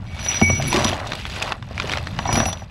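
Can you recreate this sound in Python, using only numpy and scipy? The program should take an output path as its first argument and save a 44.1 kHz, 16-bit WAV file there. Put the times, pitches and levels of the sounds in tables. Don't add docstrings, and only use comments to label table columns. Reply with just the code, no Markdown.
import sys
import numpy as np
from scipy import signal
from scipy.fft import rfft, irfft, next_fast_len
from scipy.io import wavfile
from scipy.ndimage import uniform_filter1d

SR = 44100
rng = np.random.default_rng(int(sys.argv[2]) if len(sys.argv) > 2 else 0)


def master_out(mix):
    frames = np.transpose(np.atleast_2d(mix))
    ceiling = np.clip(frames, -1, 1)
    pcm = np.round(ceiling * 32767).astype(np.int16)
    wavfile.write(sys.argv[1], SR, pcm)


N = 119070

# pitch_hz, level_db, t60_s
BOLT_MODES = [(2261, 0, .75), (5862, 0, .6), (10790, 0, .35), (13210, -11, .3)]
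# start_s, first_mode_db, second_mode_db, upper_modes_db, undamped_s
BOLT_CLINKS = [(0.284, -49, -13.5, -36, 0.0038), (0.341, -35, -19.5, -41, 0.038),
               (.422, -13, -21, -37.5, 0.14), (0.462, -46, -14, -56, 0.007),
               (0.498, -44, -18.5, -65, 0.034), (.672, -29, -31.5, -27.5, 0.031),
               (0.841, -58, -21.5, -29.5, 0.0044), (2.273, -33, -27.5, -71, 0.051),
               (2.325, -61, -23.5, -32, 0.048), (2.366, -44, -20.5, -35, 0.17),
               (2.461, -66, -26, -32, 0.041)]
# start_s, end_s, first_mode_db, second_mode_db
BOLT_RUBS = [(0.074, 0.236, -47.5, -60), (0.216, 0.74, -36.5, -32.5), (0.747, 0.92, -59, -34),
             (2.195, 2.622, -57, -45)]
# third_mode_db, fourth_mode_db
RUB_UPPER_DB = [-18, -26]
# start_s, knock_db, thump_db, spot_hz
LANDINGS = [(0.4139, -6.5, -8, 785), (0.4192, -18.5, 2.5, 400), (0.498, -9, -9, 560),
            (0.598, -12, -38.5, 674), (.727, -7.5, -40, 910), (.744, -14.5, -17, 348),
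            (0.769, -16.5, -17, 360), (0.85, -10, -6.5, 970), (.926, -14.5, -27, 610),
            (1.708, -22, -26, 580), (1.841, -16, -25, 520), (2.189, -10, -21, 1140), (2.255, -9, -46, 850),
            (2.290, -6, -17, 855), (2.325, -12, -14, 1000), (2.352, -17, -16, 755), (2.374, -9.5, -14, 700),
            (2.401, -8.5, -9.5, 656), (2.427, -14.5, -17, 730), (2.459, -12.5, -16.5, 750),
            (2.483, -16, -23, 790), (2.528, -20.5, -36, 750), (2.619, -22.5, -27.5, 810)]
# pitch_hz, level_db, t60_s
BOX_FLOOR_MODES = [(91.7, -12, 0.43), (129.3, -2.5, 0.02), (222, -5.5, 0.071), (340.3, -14, 0.077)]
# pitch_hz, level_db
BOX_WALL_MODES = [(340, 7.5), (395, 3), (520, -8), (665, -5.5), (770, -6.5), (970, -8), (1130, -11.5)]
# start_s, end_s, level_db
FLOOR_ROLLS = [(.44, .94, -26), (2.32, 2.43, -21)]
# start_s, level_db
PART_TICKS = [(.623, -21.5), (.6794, -30), (.7275, -16), (.7412, -19.5), (.7605, -16.5), (.768, -19),
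              (.845, -15.5), (.8892, -21), (1.07, -27.5), (1.4233, -18), (2.3269, -18.5), (2.355, -18),
              (2.455, -21), (2.528, -24)]
# time_s, level_db
TUMBLE_LEVELS = [(0, -50.5), (.3, -37), (.70, -39.5), (.76, -20.5), (.86, -28.5), (.98, -31.5), (1.14, -34),
                 (1.23, -52.5), (1.42, -31.5), (1.52, -29), (1.60, -50.5), (1.94, -32), (2.08, -43.5),
                 (2.3, -33), (2.39, -23), (2.5, -35.5), (2.68, -52.5)]
# freq_hz, gain_db
CARDBOARD_SPECTRUM = [(40, -37), (140, -1), (470, -2.5), (590, 4.5), (740, 3.5), (1000, 0.5), (2000, -6.5),
                      (12000, -91)]
# start_s, level_db
BAG_SNAPS = [(0.193, -25.5), (0.262, -20), (.3437, -20.5), (0.4143, -16.5), (0.9314, -19.5), (1.0002, -24),
             (1.1196, -16.5), (1.1329, -19.5), (1.2522, -20), (1.2619, -29.5), (1.3635, -24), (1.4775, -23),
             (1.5208, -13.5), (1.6253, -28), (1.778, -18.5), (1.799, -12.5), (1.821, -22.5), (1.8951, -18),
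             (1.917, -16.5), (1.926, -20), (1.9354, -13.5), (1.9565, -23), (1.9719, -17), (1.9829, -21),
             (2.0707, -20), (2.1889, -16.5), (2.4014, -13.5)]
# freq_hz, gain_db
CRACK_SPECTRUM = [(200, 9.5), (600, 6), (1500, 16), (3400, 6.5), (5000, 2), (7000, -8.5), (10500, -26.5),
                  (16000, -44)]
# time_s, level_db
CRINKLE_LEVELS = [(0, -53.5), (.33, -28), (.47, -37), (.69, -32), (.77, -25.5), (.88, -28), (1.03, -41.5),
                  (1.14, -33.5), (1.23, -38), (1.42, -29.5), (1.52, -36), (1.59, -52.5), (1.70, -49),
                  (1.79, -38), (1.93, -31), (2.01, -40.5), (2.13, -42), (2.25, -38), (2.38, -28.5),
                  (2.5, -37.5), (2.68, -55.5)]
# freq_hz, gain_db
CRINKLE_SPECTRUM = [(40, -25), (150, 7), (600, -0.5), (1500, 0.5), (3500, 3.5), (5000, -4.5), (10500, -19),
                    (16000, -29.5)]
# time_s, level_db
AIR_LEVELS = [(0, -32.5), (1.65, -34.5), (1.95, -29), (2.45, -26), (2.68, -41.5)]
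# freq_hz, gain_db
AIR_SPECTRUM = [(20, -14), (60, 0.5), (102, 3.5), (125, -2), (200, -7.5), (350, -24), (16000, -85)]
# freq_hz, side_to_mid_db
STEREO_SIDE = [(100, -50), (2500, -35.5), (13000, -6)]

RING_ATTACK_S = .002


def bolt_clinks(detune_hz=18, twin_ratio=.995, twin_db=-9, damped_t60_s=.085):
    out, t = np.zeros(N), seconds(16384)
    for start_s, first_db, second_db, upper_db, undamped_s in BOLT_CLINKS:
        envelope = (1 - np.exp(-t / RING_ATTACK_S)) * fade(np.maximum(t - undamped_s, 0), damped_t60_s)
        hit_db = (first_db, second_db, upper_db, upper_db)
        for k, (hz, db, t60_s) in enumerate(BOLT_MODES):
            phase = 2 * np.pi * rng.random(2)
            pitch_hz = hz + (k > 0) * detune_hz * rng.uniform(-.96, 1)
            ring = np.sin(2 * np.pi * pitch_hz * t + phase[0])
            if k > 0:
                ring += undb(twin_db) * np.sin(2 * np.pi * pitch_hz * twin_ratio * t + phase[1])
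            add(out, start_s, undb(hit_db[k] + db) * ring * fade(t, t60_s) * envelope)
    return out


def bolt_rubs(width_hz=16, catches_per_s=150):
    first_hz, second_hz, *upper_hz = (mode[0] for mode in BOLT_MODES)
    low = sustained_modes([(first_hz, 0)], width_hz, catches_per_s)
    high = sustained_modes([(second_hz, 0), *zip(upper_hz, RUB_UPPER_DB)], width_hz, catches_per_s)
    low_gate = gate([(start_s, end_s, db) for start_s, end_s, db, _ in BOLT_RUBS])
    high_gate = gate([(start_s, end_s, db) for start_s, end_s, _, db in BOLT_RUBS])
    return low * low_gate + high * high_gate


def box_landings(wall_t60_s=.057, spot_width_oct=.27, scatter=.019, scuff_db=-12.5, scuff_t60_s=.052):
    out, t = np.zeros(N), seconds(12000)

    def ring(hz, t60_s):
        return np.sin(2 * np.pi * hz * (1 + scatter * rng.standard_normal()) * t) * fade(t, t60_s)

    for start_s, knock_db, thump_db, spot_hz in LANDINGS:
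        scuff = unit_rms(colour(rng.standard_normal(len(t)), CARDBOARD_SPECTRUM)) * fade(t, scuff_t60_s)
        walls = floor = 0
        for k, (hz, db) in enumerate(BOX_WALL_MODES):
            coupling = np.exp(-np.log2(hz / spot_hz) ** 2 / (2 * spot_width_oct ** 2))
            walls += (-1) ** k * undb(db) * coupling * ring(hz, wall_t60_s)
        for k, (hz, db, t60_s) in enumerate(BOX_FLOOR_MODES):
            floor += (-1) ** k * undb(db) * ring(hz, t60_s)
        add(out, start_s, undb(knock_db) * (walls + undb(scuff_db) * scuff) + undb(thump_db) * floor)
    return out


def bolt_rolls():
    modes = [(hz, db) for hz, db, _ in BOX_FLOOR_MODES]
    return sustained_modes(modes, width_hz=28.3, nudges_per_s=130) * gate(FLOOR_ROLLS)


def part_ticks():
    return cracks(PART_TICKS, t60_s=.027, tilt_db_per_oct=8.5)


def part_tumble():
    contacts = grains(rate_per_s=760, spread_db=1.5, t60_s=.019)
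    return unit_rms(colour(contacts, CARDBOARD_SPECTRUM)) * gain_curve(TUMBLE_LEVELS)


def bag_snaps():
    return cracks(BAG_SNAPS, t60_s=.011, tilt_db_per_oct=0)


def bag_crinkle():
    crinkles = grains(rate_per_s=1700, spread_db=3.6, t60_s=.010)
    return unit_rms(colour(crinkles, CRINKLE_SPECTRUM)) * gain_curve(CRINKLE_LEVELS)


def air_rumble():
    return unit_rms(colour(rng.standard_normal(N), AIR_SPECTRUM)) * gain_curve(AIR_LEVELS)


def sustained_modes(modes, width_hz, nudges_per_s):
    t = seconds(8192)
    nudges = np.sign(rng.standard_normal(N)) * (rng.random(N) < nudges_per_s / SR)
    envelope = (1 - np.exp(-t / RING_ATTACK_S)) * np.exp(-np.pi * width_hz * t)
    return sum(undb(db) * unit_rms(signal.fftconvolve(nudges, np.sin(2 * np.pi * hz * t) * envelope)[:N])
               for hz, db in modes)


def cracks(events, t60_s, tilt_db_per_oct, centre_hz=2933, attack_s=.0005, tail_db=-20, tail_t60_s=.055):
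    out, t = np.zeros(N), seconds(4096)
    envelope = (1 - np.exp(-t / attack_s)) * (fade(t, t60_s) + undb(tail_db) * fade(t, tail_t60_s))
    envelope /= envelope.max()
    envelope_rms = np.sqrt(np.mean(envelope ** 2))
    for start_s, db in events:
        pitch_hz = centre_hz * 2 ** (rng.random() - .5)
        burst = (rng.standard_normal(len(t)) + np.sin(2 * np.pi * pitch_hz * t) / 2) * envelope
        crack = unit_rms(colour(burst, CRACK_SPECTRUM, tilt_db_per_oct))
        add(out, start_s, undb(db) * envelope_rms * crack)
    return out


def grains(rate_per_s, spread_db, t60_s, bands=24, tries=600, top_hz=12000, top_tone_db=6):
    out, t = np.zeros(N), seconds(1500)
    probability = rate_per_s * N / SR / (tries * bands)
    for hz in np.geomspace(500, top_hz, bands):
        pitch_hz = hz * np.exp(rng.standard_normal() / 20)
        tone = undb(top_tone_db) * np.sqrt(hz / top_hz) * np.sin(2 * np.pi * pitch_hz * t)
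        burst = (rng.standard_normal(len(t)) + tone) * fade(t, t60_s)
        for position, chance, size_draw in rng.random((tries, 3)):
            if chance < probability:
                level_db = spread_db * min(-np.log(size_draw), 4.5)
                add(out, position * N / SR, burst * undb(level_db))
    return out


def colour(x, spectrum, tilt_db_per_oct=0, pivot_hz=2500):
    size = next_fast_len(2 * len(x), real=True) // 2 * 2
    octave = np.log2(np.maximum(np.arange(size // 2 + 1) * SR / size, 1))
    hz, db = np.array(spectrum).T
    tilt_db = tilt_db_per_oct * np.maximum(octave - np.log2(pivot_hz), -2)
    gain = undb(np.interp(octave, np.log2(hz), db) + tilt_db)
    cepstrum = irfft(np.log(gain), size)
    cepstrum[1:size // 2] *= 2
    cepstrum[size // 2 + 1:] = 0
    return irfft(rfft(x, size) * np.exp(rfft(cepstrum)), size)[:len(x)]


def gate(spans):
    t = seconds(N)
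    steps = sum(undb(db) * ((t > start_s) & (t < end_s)) for start_s, end_s, db in spans)
    return uniform_filter1d(steps, size=2500)


def gain_curve(points):
    return undb(np.interp(seconds(N), *np.array(points).T))


def add(out, start_s, x):
    i = max(int(start_s * SR), 0)
    out[i:i + len(x)] += x[:N - i]


def fade(t, t60_s):
    return np.exp(-np.log(1000) * t / t60_s)


def undb(db):
    return 10 ** (np.asarray(db) / 20)


def unit_rms(x):
    return x / np.sqrt(np.mean(x ** 2))


def seconds(samples):
    return np.arange(samples) / SR


def scene():
    mid = bag_crinkle() + part_tumble() + air_rumble()
    mid += bolt_clinks() + bolt_rubs() + bolt_rolls() + box_landings()
    mid += bag_snaps() + part_ticks()
    hz, db = np.array(STEREO_SIDE).T
    bin_hz = np.arange(N // 2 + 1) * SR / N
    lag_rad = np.arctan(undb(np.interp(np.log1p(bin_hz), np.log(hz), db)))
    return np.array([irfft(rfft(mid) * np.exp(1j * sign * lag_rad), N) for sign in (-1, 1)])


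def record(dry, cutoff_hz=15500):
    return signal.sosfilt(signal.ellip(8, .2, 80, cutoff_hz, fs=SR, output="sos"), dry)


dry = scene()
out = record(dry)
master_out(out)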